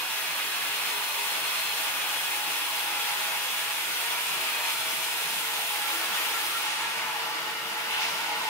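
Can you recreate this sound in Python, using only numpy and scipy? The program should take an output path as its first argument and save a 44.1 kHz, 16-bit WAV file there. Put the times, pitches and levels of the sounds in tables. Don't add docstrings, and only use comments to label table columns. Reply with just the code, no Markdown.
import sys
import numpy as np
from scipy import signal
from scipy.io import wavfile
from scipy.ndimage import uniform_filter1d

SR = 44100
rng = np.random.default_rng(int(sys.argv[2]) if len(sys.argv) > 2 else 0)


def digitize_waveform(pressure):
    field = np.atleast_2d(pressure).T
    bounded = np.clip(field, -1, 1)
    quanta = np.round(bounded * 32767).astype(np.int16)
    wavfile.write(sys.argv[1], SR, quanta)


N = 374409
T = np.arange(N) / SR

TOOTH_HZ, PUMP_HZ, BAND_LIMIT_HZ = 835.4, 455.2, 15735
BLADE_HZ, STIFFNESS = 37.05, 8.1e-5
NOTE_FADE_S, UPPER_FADE_S = (6.9, 7.5), (7.2, 6.6)
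SING_FLOOR_DB, THROB_HALF_S = -49.5, 0.026

# time in seconds, lag of the right side in samples.
RIGHT_LAG = [(0, 4), (4, 5.15), (8.49, 6.9)]
# frequency in Hz, likeness of the two sides from 0 to 1.
STEREO_LIKENESS = [(60, 0.69), (400, 0.72), (1000, 0.63), (1800, 0.28), (2700, 0.17), (3600, 0.27),
                   (9800, 0.084), (10400, 0.18), (15500, 0.6)]
# time in seconds, level in dB.
ROAR_LEVEL = [(0, -34.5), (1.0, -33), (3.3, -33.5), (4.6, -33.5), (5.3, -35), (6.4, -31.5), (7.65, -34),
              (8.04, -31.5), (8.49, -32.5)]
# frequency in Hz, relative level in dB.
ROAR_COLOUR = [(25, -56.5), (60, -60), (100, -27), (190, -23.5), (250, -26), (320, -19.5), (500, -17),
               (780, -11.5), (850, -10.5), (1140, -8.5), (1600, -8.5), (2800, -4.5), (3700, -9.5),
               (5000, -11), (8000, -26), (15600, -32)]
# centre in Hz, width in Hz, lift in dB.
CASING_MODES = [(305.4, 14, 7.5), (863, 59, 1.5), (2180, 310, 3.5), (2480, 170, -3.5), (2670, 93, 4)]
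# time in seconds, level in dB.
GUARD_LEVEL = [(0, -49), (.4, -61), (1.0, -41), (1.5, -54.5), (2.9, -44), (3.5, -49), (4.25, -43.5),
               (4.7, -46), (6.1, -49.5), (6.8, -44), (7.2, -46), (7.6, -47), (8.0, -42), (8.49, -39.5)]
# pitch in Hz, level in dB.
HUM_TONES = [(649.3, -56.5), (746, -57), (990, -56), (1152, -61), (1194, -57.5), (1446, -53), (1486, -53),
             (2062, -56)]
# time in seconds, level at mid-swing in dB.
PULSING_LEVEL = [(0, -65), (.5, -62), (1.1, -58), (1.6, -63), (2.1, -70), (8.49, -80)]
# time in seconds, level in dB.
WHINE_LEVEL = [(0, -63), (3, -60.5), (4.4, -58.5), (5, -56), (6.0, -55.5), (6.05, -54), (6.35, -54.5),
               (6.85, -57.5), (7.1, -54), (7.6, -52), (7.9, -52), (8.15, -53.5), (8.49, -54)]
# time in seconds, level in dB.
BLADE_MODE_LEVEL = [(0, -69), (3, -48), (4.1, -54), (4.3, -47), (4.55, -57), (4.75, -45), (5.0, -54),
                    (5.2, -43.5), (5.5, -51), (5.7, -46), (5.95, -42), (6.2, -46), (6.35, -41),
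                    (6.6, -42.5), (6.8, -40.5), (7.0, -51), (7.6, -46), (8.0, -47), (8.49, -46)]
# time in seconds, level in dB.
DRONE_LEVEL = [(0, -75), (5.1, -65), (5.35, -56), (5.5, -77), (5.85, -71), (5.93, -51), (6.2, -56),
               (6.4, -60), (7.2, -65), (7.35, -57), (7.5, -59), (8.49, -63)]
# start, rise and decay in seconds, peak level in dB, centre in Hz.
SLAB_SCRAPES = [(7.86, 0.068, 0.26, -32.5, 2500), (7.92, 0.023, 0.03, -32, 2640),
                (8.0, 0.014, 0.19, -36, 4600), (8.005, 0.018, 0.054, -29, 2230)]
# time in seconds, levels of the lower and the upper ring in dB.
GUIDE_LEVELS = [(0, -56, -55), (1.5, -56, -53), (2.2, -53, -52), (3.3, -52, -50), (4.3, -45, -47),
                (4.7, -47, -54), (5.0, -45, -46), (5.6, -63, -54), (6.3, -52, -54), (7, -51, -44.5),
                (8.49, -56, -48)]
# peak time in seconds, height of the swell in dB, pitch in Hz.
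BLADE_THROBS = [(6.68, -46, 848), (6.8, -42, 862), (7.1, -45, 858), (7.17, -42, 840), (7.31, -37.5, 857),
                (7.48, -38, 860), (7.59, -53, 850), (7.77, -38, 857), (7.89, -43, 848), (8.0, -39, 855),
                (8.2, -45, 862), (8.31, -39, 838), (8.37, -43, 850), (8.48, -38, 855)]
# time in seconds, level in dB, trim of the fizz above 10 kHz in dB.
RASP_LEVELS = [(0, -31.5, -1.5), (1.5, -30, -1.5), (3.4, -30.5, -1.5), (4.5, -30, -2), (4.58, -32, 0),
               (4.66, -29.5, -2.5), (4.8, -29.5, -2.5), (6.4, -30.5, -1), (6.63, -30.5, -2.5),
               (6.69, -30, -9), (6.86, -32.5, -5.5), (7.25, -37, -2.5), (7.65, -37, -3), (7.9, -34.5, -3),
               (8.49, -35, -4)]
# frequency in Hz, relative level in dB.
RASP_COLOUR = [(880, -86), (1500, -12), (1750, -11.5), (2570, -0.5), (3130, -2.5), (3420, -1.5), (3880, -5),
               (4240, -8), (4410, -9.5), (7930, -12), (9370, -8.5), (14400, -10), (15600, -10.5)]
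# time in seconds, level in dB.
FUNDAMENTAL_LEVEL = [(0, -57), (.4, -62), (1.05, -51), (1.3, -50), (1.65, -51), (2.2, -49), (2.55, -46),
                     (2.8, -43), (3.2, -42), (3.45, -46), (3.52, -54), (3.7, -47), (3.85, -57), (4.7, -54),
                     (5.2, -53), (5.5, -49), (5.7, -43), (6.0, -47), (6.45, -45.5), (6.55, -64)]
# time in seconds, levels of harmonics 2, 3 and 4 in dB.
OVERTONE_LEVELS = [(0, -50, -46, -47), (.3, -48, -46, -48), (.6, -45.5, -47, -51), (1.0, -54, -46, -53),
                   (1.4, -63, -50, -46), (1.8, -48.5, -46, -46.5), (2.2, -48, -42.5, -45),
                   (2.5, -52, -51, -48), (2.8, -53, -48, -47), (3.2, -56, -50, -46), (3.6, -45, -46.5, -50),
                   (4.0, -55, -49, -48), (4.4, -49, -47, -53), (4.65, -48, -39, -47),
                   (4.85, -62, -55, -43.5), (5.2, -47, -43, -53), (5.5, -55, -51, -53),
                   (6.0, -44.5, -59, -54), (6.4, -53, -50, -53), (6.7, -50, -48, -57), (7.1, -49, -47, -46)]
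# time in seconds, level in dB.
SQUEAL_LEVEL = [(0, -44), (.12, -56), (.28, -52), (.36, -43), (.45, -54), (.6, -47), (.66, -52), (.75, -47),
                (1.05, -44), (1.25, -48), (1.45, -47), (1.58, -42), (1.8, -43), (1.84, -54), (2.0, -56),
                (2.08, -45), (2.25, -55), (2.55, -56), (2.75, -48), (2.95, -58), (3.15, -51), (3.4, -58),
                (4.4, -56), (4.6, -45), (4.8, -45), (4.95, -52), (5.25, -51), (5.6, -56), (7.1, -58)]
# harmonic number, waver depth, top waver rate in Hz.
HARMONIC_WAVER = [(1, .18, 14), (2, .28, 18), (3, .33, 30), (4, .36, 40), (5, .55, 70)]
# harmonic number, level relative to the bite in dB.
UPPER_HARMONICS = [(6, -55), (7, -59.5), (8, -60), (9, -56.5), (10, -55.5), (11, -51.5), (12, -54),
                   (14, -62)]


def gain_of(db):
    return 10 ** (np.asarray(db) / 20)


def unit_rms(x):
    return x / np.sqrt(np.mean(x ** 2) + 1e-20)


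def spectrum_at(points, hz):
    f, value = np.transpose(points)
    return np.interp(np.log(hz + 1), np.log(f + 1), value)


def curves(rows, t=T):
    times, *columns = np.transpose(rows)
    return np.array([np.interp(t, times, column) for column in columns])


def wander(top_hz, count=1):
    t = np.arange(0, N / SR + .01, .005)
    turns = rng.random((count, 30, 1)) + np.geomspace(top_hz / 15, top_hz, 30)[:, None] * t
    return np.array([np.interp(T, t, unit_rms(np.sin(2 * np.pi * p).sum(0))) for p in turns])


def resonance(hz, centre_hz, width_hz):
    return 1 / (1 + (2 * (hz - centre_hz) / width_hz) ** 2)


def noise(colour_db, size, patchy_db, patch_hz, patch_s):
    hop = size // 4
    hz, t = np.fft.rfftfreq(size, 1 / SR), np.arange(N // hop + 5) * hop / SR
    a, b, c, d, patches = rng.standard_normal((len(t), len(hz), 5)).T
    left, apart = a + 1j * b, c + 1j * d
    bins, frames = max(int(patch_hz * size / SR), 1), max(int(patch_s * SR / hop), 1)
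    patches = unit_rms(uniform_filter1d(uniform_filter1d(patches, bins, 0), frames, 1))
    likeness = np.clip(spectrum_at(STEREO_LIKENESS, hz), 0, 1)[:, None]
    delay = np.exp(-2j * np.pi * np.outer(hz * (hz < 10000), curves(RIGHT_LAG, t)[0]) / SR)
    right = likeness * delay * left + np.sqrt(1 - likeness ** 2) * apart
    spectra = np.array([left, right]) * gain_of(colour_db(hz)[:, None] + patchy_db * patches)
    return unit_rms(signal.istft(spectra, nperseg=size, noverlap=size - hop)[1][:, :N])


def tone(turns, waver, waver_hz):
    a, b, c, d, e, f = wander(waver_hz, count=6)
    drift = 1 + waver * (a + 1j * b + .9 * np.array([c + 1j * d, e + 1j * f]))
    return unit_rms((drift * np.exp(2j * np.pi * turns)).real)


def band_pulse():
    return np.cos(2 * np.pi * 4.08 * T - 2.64)


def rumble():
    lumps = noise(lambda hz: 30 * np.log10(resonance(hz, 178, 156)),
                  size=2048, patchy_db=3.5, patch_hz=120, patch_s=.06)
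    return gain_of(np.interp(T, [6.4, 7.1], [-63, -59]) + 1.5 * wander(12)) * lumps


def roar():
    n = np.arange(6, 62)
    modes_hz = BLADE_HZ * n * np.sqrt(1 + STIFFNESS * n ** 2)

    def body_colour(hz):
        rings = sum(resonance(hz, f, 5 + 0.015 * f) * np.exp(-(f / 1700) ** 4) for f in modes_hz)
        casing_db = sum(db * resonance(hz, f, width) for f, width, db in CASING_MODES)
        return spectrum_at(ROAR_COLOUR, hz) + casing_db + 10 * np.log10(1 + 4 * rings)

    def guard_colour(hz):
        rings = sum(resonance(hz, f, 27) for f in modes_hz)
        return 10 * np.log10((0.2 + rings) * resonance(hz, 935, 190) ** 3)

    body = noise(body_colour, size=4096, patchy_db=2.5, patch_hz=40, patch_s=.12)
    guard = noise(guard_colour, size=4096, patchy_db=2.5, patch_hz=30, patch_s=.1)
    body *= gain_of(curves(ROAR_LEVEL) + 0.75 * wander(9))
    guard *= gain_of(curves(GUARD_LEVEL) + 2 * wander(6))
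    return body + guard


def hums():
    bed = sum(gain_of(db + 0.8 * wander(1.165)) * tone(hz * T, 0.92, 6) for hz, db in HUM_TONES)
    panel = gain_of(np.interp(T, [3, 7], [-52, -47])) * tone(1855 * T, 3, 40)
    pulsing = gain_of(curves(PULSING_LEVEL) - 6.7 * band_pulse()) * tone(411 * T, 0.22, 8)
    return bed + panel + pulsing


def pump_and_drones():
    whine = gain_of(curves(WHINE_LEVEL)) * tone(PUMP_HZ * T, 0.2, 8)
    octave = gain_of(np.interp(T, [0, 6.5, 7.1], [-56, -51, -57])) * tone(2 * PUMP_HZ * T, 0.2, 9.5)
    blade_mode = gain_of(curves(BLADE_MODE_LEVEL)) * tone(1362 * T, 1, 20)
    drone = gain_of(curves(DRONE_LEVEL)) * tone(334 * T, 0.25, 9.6)
    return whine + octave + blade_mode + drone


def scrapes():
    out = 0
    for start, rise, decay, db, centre in SLAB_SCRAPES:
        grit = noise(lambda hz: 30 * np.log10(resonance(hz, centre, 0.8 * centre) * hz / centre + 1e-9),
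                     size=256, patchy_db=2, patch_hz=1500, patch_s=0.008)
        envelope = np.clip((T - start) / rise, 0, 1) * np.exp(-np.maximum(T - start - rise, 0) / decay)
        out += gain_of(db) * envelope * grit
    return out


def guides():
    lower_db, upper_db = curves(GUIDE_LEVELS)
    return gain_of(lower_db) * tone(2330 * T, 4.1, 45) + gain_of(upper_db) * tone(2900 * T, 2, 70)


def free_blade():
    times, _, pitches = np.transpose(BLADE_THROBS)
    ring = tone(np.cumsum(np.interp(T, times, pitches)) / SR, 0.2, 30)
    throbs = sum(gain_of(db) * np.exp(-((T - at) / THROB_HALF_S) ** 2) for at, db, _ in BLADE_THROBS)
    fade_in = np.interp(T, [6.3, 6.6], [0, 1])
    return (gain_of(SING_FLOOR_DB) + throbs) * ring * fade_in


def rasp():
    hiss = noise(lambda hz: spectrum_at(RASP_COLOUR, hz),
                 size=512, patchy_db=1, patch_hz=900, patch_s=0.035)
    coarse = signal.sosfiltfilt(signal.butter(6, 10000, fs=SR, output="sos"), hiss)
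    fizz = hiss - coarse
    rasp_db, fizz_db = curves(RASP_LEVELS)
    flicker_db = 0.27 * band_pulse() + 0.5 * wander(30)
    return gain_of(rasp_db + flicker_db) * (coarse + gain_of(fizz_db) * fizz)


def teeth():
    turns = np.cumsum(TOOTH_HZ * (1 + 0.000643 * wander(5)[0])) / SR
    levels_db = np.vstack([curves(FUNDAMENTAL_LEVEL), curves(OVERTONE_LEVELS), curves(SQUEAL_LEVEL)])
    note = sum(gain_of(db) * tone(k * turns, waver, waver_hz)
               for db, (k, waver, waver_hz) in zip(levels_db, HARMONIC_WAVER))
    bite_db = curves(RASP_LEVELS)[0] + np.interp(T, [2, 4.5], [26.5, 32])
    top = sum(gain_of(db + bite_db + 1.4 * wander(1.37)) * tone(k * turns, 4.5, 170)
              for k, db in UPPER_HARMONICS)
    wobble = gain_of(levels_db[2] - 5) * tone(3 * turns - 21.5 * T, .5, 8)
    ring = gain_of(np.interp(T, [2.2, 5.5], [-47, -52])) * tone(2550 * T, 3, 70)
    body = (note + wobble + ring) * np.interp(T, NOTE_FADE_S, [1, 0])
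    return body + top * np.interp(T, UPPER_FADE_S, [1, 0])


def scene():
    bed = roar() + rumble()
    saw = rasp() + teeth() + guides() + free_blade()
    return bed + saw + pump_and_drones() + hums() + scrapes()


def record(dry):
    thin = signal.sosfilt(signal.butter(2, 60, "high", fs=SR, output="sos"), dry)
    low_pass = signal.firwin(4095, BAND_LIMIT_HZ, window=("kaiser", 9), fs=SR)
    return signal.oaconvolve(thin, low_pass[None], "same")


dry = scene()
out = record(dry)
digitize_waveform(out)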